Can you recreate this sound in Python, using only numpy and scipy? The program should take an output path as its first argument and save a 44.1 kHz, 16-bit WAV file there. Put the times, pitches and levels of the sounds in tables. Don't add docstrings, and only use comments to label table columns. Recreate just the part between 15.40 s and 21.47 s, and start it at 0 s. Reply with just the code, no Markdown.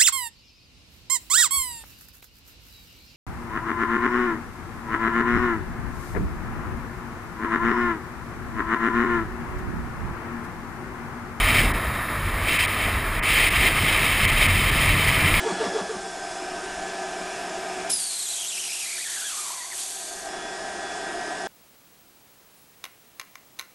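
import sys
import numpy as np
from scipy import signal
from scipy.fft import rfft, irfft
from scipy.io import wavfile
from scipy.ndimage import uniform_filter1d

SR = 44100
rng = np.random.default_rng(int(sys.argv[2]) if len(sys.argv) > 2 else 0)


def waveform_to_disk(signal):
    frames = np.transpose(np.atleast_2d(signal))
    scaled = np.clip(frames, -1, 1) * 32767
    samples = np.round(scaled).astype(np.int16)
    wavfile.write(sys.argv[1], SR, samples)


N = 267771
TIME = np.arange(N) / SR
BINS = np.fft.rfftfreq(2048, 1 / SR)

# time in seconds, level in dB.
STROKES = [(0.072, -22.5), (0.22, -21.5), (0.364, -22.5), (0.511, -28), (0.662, -40)]
# frequency in Hz, relative level in dB.
MOTOR_COLOUR = [(60, -19), (200, -21), (330, 5), (540, 0.5), (750, -0.5), (920, -0.5), (1040, -21),
                (1300, -3), (1750, -9.5), (2200, -11.5), (4500, -15), (8000, -17.5), (11500, -38)]
ROAR_COLOUR = [(40, -30), (110, -14), (200, -12), (290, -4), (500, -9.5), (850, -6), (1100, -7.5),
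               (1450, -3), (1800, -7.5), (2050, -9.5), (2700, -11), (3800, -12.5), (7000, -44.5)]
GRILLE_COLOUR = [(1500, -22), (3000, -15), (4400, -3.5), (5150, 2.5), (5800, -0.5), (7000, -1), (8600, -2),
                 (10000, -7.5), (11200, -12), (12000, -58)]
JET_HISS_COLOUR = [(300, -21), (800, -11), (1500, -10.5), (2500, -6.5), (3500, -2), (4500, -2), (5100, -4),
                   (6200, 0.5), (7500, 3.5), (8700, 4), (10000, -1), (11000, -1), (12000, -4)]
JET_TOP_COLOUR = [(12000, -47), (14000, -2.5), (17000, -31), (21000, 4.5)]
# frequency in Hz, width in Hz, strength in dB.
CASE_RINGS = [(187.8, 28.6, 10.5), (386.3, 108, 12), (685, 132, 18.5), (766, 29, 10), (967, 90, 7),
              (1238, 25, 10)]
BORE_RINGS = [(3527, 149, 1), (4480, 247, 2.5), (6070, 380, 1), (6750, 370, 2), (8053, 170, 4),
              (8800, 220, -1)]
# time in seconds, level in dB.
ROAR_LEVEL = [(0, -33), (.65, -36.5), (1.2, -34), (2.45, -33.5), (5.2, -35.5), (5.8, -33)]
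# time in seconds, pitch in Hz.
WHINE_A = [(0, 1607), (.44, 1605), (.5, 1570), (1.1, 1551), (2.2, 1571), (5.25, 1580), (6.05, 1564)]
WHINE_B = [(.4, 1704), (.8, 1710), (6.05, 1711)]
WHINE_C = [(.9, 1868), (2.5, 1876), (4.7, 1882), (5.1, 1896), (6.05, 1889)]
# time in seconds, then levels in dB of fan A, fan B, fan C and the hum.
TONE_LEVELS = [(.3, -47, -40.5, -64, -44), (.7, -44.5, -53, -53, -47.5), (1.5, -44.5, -44.5, -55, -46.5),
               (2.45, -46.5, -47.5, -52.5, -44.5), (4.95, -44.5, -47.5, -49.5, -53.5),
               (5.8, -42, -43.5, -45.5, -54)]
# time in seconds, level in dB.
OCTAVE_LEVEL = [(0, -49.5), (.38, -46), (.88, -54), (1.25, -56), (5.1, -53.5), (5.42, -50.5), (5.7, -55)]
OVERTONE_DB = [-56, -60]
# start, opening time and hold time in seconds, full-flow hiss in dB.
VALVE_TURNS = [(2.492, 0.0053, 1.59, -12.5), (4.319, .075, 0.082, -15.5)]
# time in seconds, pitch in Hz.
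WHISTLE_PITCH = [(2.497, 4800), (2.535, 5100), (2.6, 4700), (2.84, 4000), (3.01, 3180), (3.43, 2550),
                 (3.7, 1830), (3.95, 1220), (4.12, 1060)]
# starting level in dB, dB lost per octave of fall.
WHISTLE_PARTS = [(-19.5, 2.07), (-15, 8.5)]
# time in seconds, half length in seconds, pitch change as a share, octave level in dB.
SQUEALS = [(2.946, 0.019, .17, -17), (3.088, .011, 0.27, -11.5), (3.634, .011, .24, -28),
           (3.873, .03, .16, -19.5), (4.216, .035, -.06, -24), (4.322, 0.014, -0.036, -23)]
VALVE_OPENS_S = VALVE_TURNS[0][0]


def amp(db):
    return 10 ** (np.asarray(db) / 20)


def unit(x):
    return x / np.sqrt(np.mean(x ** 2) + 1e-20)


def curves(rows):
    times, *columns = np.transpose(rows)
    return [np.interp(TIME, times, column) for column in columns]


def colour(points):
    hz, db = np.transpose(points)
    return np.interp(np.log(BINS + 1), np.log(hz), db)


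def resonance(hz, width):
    return 1 / (1 + (2 * (BINS - hz) / width) ** 2)


def wander(rate_hz):
    hz = np.fft.rfftfreq(N, 1 / SR)
    return unit(irfft(rfft(rng.standard_normal(N)) * np.exp(-(hz / rate_hz) ** 2), N))


def turbulence(spectrum_db, patchy_db):
    real, imaginary, patches = rng.standard_normal((3, N // 512 + 5, len(BINS)))
    patches = uniform_filter1d(patches, size=9, axis=0)
    patches = unit(uniform_filter1d(patches, size=14, axis=1))
    frames = (real + 1j * imaginary) * amp(spectrum_db + patchy_db * patches)
    return unit(signal.istft(frames.T, nperseg=2048, noverlap=1536)[1][:N])


def tone(hz):
    return np.sqrt(2) * np.sin(2 * np.pi * (np.cumsum(hz) / SR + rng.random()))


def swell(at, rise, fall):
    t = TIME - at
    return np.exp(-(t / np.where(t < 0, rise, fall)) ** 2)


def fade_in(start, rise_s):
    return np.clip((TIME - start) / rise_s, 0, 1)


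def fade_out(start, db_per_s):
    return amp(-db_per_s * np.maximum(TIME - start, 0))


def pump(intake_hz=440, valve_hz=185, motor_off_s=0.31):
    air_colour = colour([(400, -29), (720, -10), (830, -6), (915, 17), (1020, 2), (1160, 17),
                         (1500, -33), (4000, -42)])
    air = turbulence(air_colour, patchy_db=1)
    motor = turbulence(colour(MOTOR_COLOUR), patchy_db=3)
    out = amp(-35) * fade_out(motor_off_s, db_per_s=70) * motor
    for at, db in STROKES:
        hoot_hz = intake_hz * (1 - 0.021 * np.tanh((TIME - at) / 0.0052))
        hoot = tone(hoot_hz) * swell(at, rise=0.017, fall=0.011)
        shut = at + 0.0419
        sag = np.exp(-np.maximum(TIME - shut, 0) / 0.004)
        flutter = tone(valve_hz * (1 + 1.1 * sag)) * swell(shut, rise=0.022, fall=0.031)
        flutter *= amp(-10 + 2.6 * wander(150))
        push = (amp(-14) * air + amp(-13) * motor) * swell(at + 0.025, rise=0.047, fall=0.036)
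        out += amp(db) * (hoot + flutter + push)
    return out


def fan_air(hand_comes_s=0.61, hand_leaves_s=4.45):
    case_db = sum(lift * resonance(hz, width) for hz, width, lift in CASE_RINGS)
    roar = amp(curves(ROAR_LEVEL)[0]) * turbulence(colour(ROAR_COLOUR) + case_db, patchy_db=0.13)
    hiss = amp(-42.5 + 0.2 * wander(8.7)) * turbulence(colour(GRILLE_COLOUR), patchy_db=1.5)
    hand = fade_in(hand_comes_s, rise_s=1.4) * fade_out(hand_leaves_s, db_per_s=26)
    rush = turbulence(colour([(2000, -21.5), (2300, 1), (2900, -5.5), (3600, -23)]), patchy_db=3)
    return roar + hiss + (amp(-55) + amp(-47) * hand) * rush


def whine(pitches, multiple=1, waver=0.00076, flutter_db=1.88):
    hz = curves(pitches)[0] * (1 + waver * wander(16.2))
    return tone(multiple * hz) * amp(flutter_db * wander(41))


def fan_tones(hum_hz=372, blades_db=-45.5):
    *whines_db, hum_db = curves(TONE_LEVELS)
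    out = sum(amp(db) * whine(pitches) for db, pitches in zip(whines_db, (WHINE_A, WHINE_B, WHINE_C)))
    for multiple, db in enumerate([*curves(OCTAVE_LEVEL), *OVERTONE_DB], 2):
        out += amp(db + 2.5 * wander(5.4)) * whine(WHINE_B, multiple)
    blades = whine(WHINE_A, multiple=0.5) * amp(blades_db + 1.5 * wander(9.8))
    hz = hum_hz * (1 + 0.00825 * wander(13.3))
    hum = tone(hz) * amp(hum_db + 3 * wander(7.2))
    shaft = tone(hz / 2) * amp(hum_db - 8.5 + 2.5 * wander(15))
    return out + blades + hum + shaft


def breeze(level_db=-59, gust_db=-55):
    strength = amp(level_db) + amp(gust_db) * swell(1.29, rise=0.14, fall=0.16)
    return strength * turbulence(colour([(25, 3), (55, 7), (90, -20), (400, -54)]), patchy_db=0)


def air_jet(empty_s=4.933, drain_s=0.86):
    pressure = np.clip((empty_s - TIME) / drain_s, 0, 1)
    gap = 0.46 * fade_in(VALVE_OPENS_S, rise_s=0.024) + 0.54 * fade_in(VALVE_OPENS_S, rise_s=0.18)
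    flow = sum(amp(db) * fade_in(start, opening) * fade_out(start + held, db_per_s=33)
               for start, opening, held, db in VALVE_TURNS)
    top = amp(-4.6) * gap * pressure ** 1.11 * turbulence(colour(JET_TOP_COLOUR), patchy_db=1)
    sputter = amp(0.5 * wander(48))
    hiss = flow * gap * pressure ** 0.62 * sputter * turbulence(colour(JET_HISS_COLOUR), patchy_db=0.5)
    bore_db = 20 * np.log10(sum(amp(db) * resonance(hz, width) for hz, width, db in BORE_RINGS))
    bore = amp(-23) * fade_in(3.3, rise_s=0.25) * pressure * turbulence(bore_db, patchy_db=1)
    return top + bore + add_echoes(hiss + whistle())


def puff(level_db=-37, rise_s=0.062):
    envelope = fade_in(VALVE_OPENS_S, rise_s) * fade_out(VALVE_OPENS_S + rise_s, db_per_s=55)
    air = turbulence(colour([(40, -16), (110, -12), (180, 3), (280, -3), (500, -25)]), patchy_db=2)
    return amp(level_db) * envelope * air


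def add_echoes(sound):
    # delay in seconds, gain.
    echoes = [(0.00124, 0.086), (0.0021, 0.08), (0.0034, 0.036), (0.0072, 0.25), (0.0125, 0.022)]
    bounced = sum(gain * np.interp(TIME - delay, TIME, sound, left=0) for delay, gain in echoes)
    return (sound + bounced) / np.sqrt(1 + sum(gain ** 2 for _, gain in echoes))


def whistle(fade_from_s=4.16, rough_db=3, fuzz=0.28):
    start, start_hz = WHISTLE_PITCH[0]
    hz = curves(WHISTLE_PITCH)[0]
    octaves_down = np.log2(start_hz / hz)
    envelope = fade_in(start, rise_s=0.035) * fade_out(fade_from_s, db_per_s=71)
    levels = [envelope * amp(db - loss * octaves_down) for db, loss in WHISTLE_PARTS]
    jitter = 0.016 + 0.046 * fade_in(start, rise_s=0.401) ** 2
    jitter += 0.0347 * swell(start, rise=0.032, fall=0.032)
    for at, half_length, bend, octave_db in SQUEALS:
        lock = swell(at, half_length, half_length)
        hz *= 1 + bend * lock
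        jitter *= 1 - 0.5 * lock
        levels[1] = levels[1] * (1 - lock) + amp(octave_db) * lock
    hz *= 1 + jitter * (wander(80) + wander(600))
    out = np.zeros(N)
    for multiple, level in enumerate(levels, 1):
        sputter = amp(rough_db * wander(210)) + fuzz * wander(660)
        out += level * tone(multiple * hz) * unit(sputter)
    return out


def scene():
    return np.tile(pump() + fan_air() + fan_tones() + air_jet() + puff() + breeze(), (2, 1))


def record(dry, threshold_db=-19, squeeze=0.88, forget_db_per_s=36, listen_s=0.029, cutoff_hz=11900):
    treble = np.diff(dry[0], prepend=0)
    step = 1 / (listen_s * SR)
    power_db = 10 * np.log10(signal.lfilter([step], [1, step - 1], treble ** 2) + 1e-12)
    fall = TIME * forget_db_per_s
    held_db = np.maximum.accumulate(power_db + fall) - fall
    gain = amp(-squeeze * np.maximum(held_db - threshold_db, 0))
    low_pass = signal.firwin(511, cutoff_hz, window=("kaiser", 9), fs=SR)
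    return signal.oaconvolve(dry * gain, low_pass[None], "same")


dry = scene()
out = record(dry)
waveform_to_disk(out)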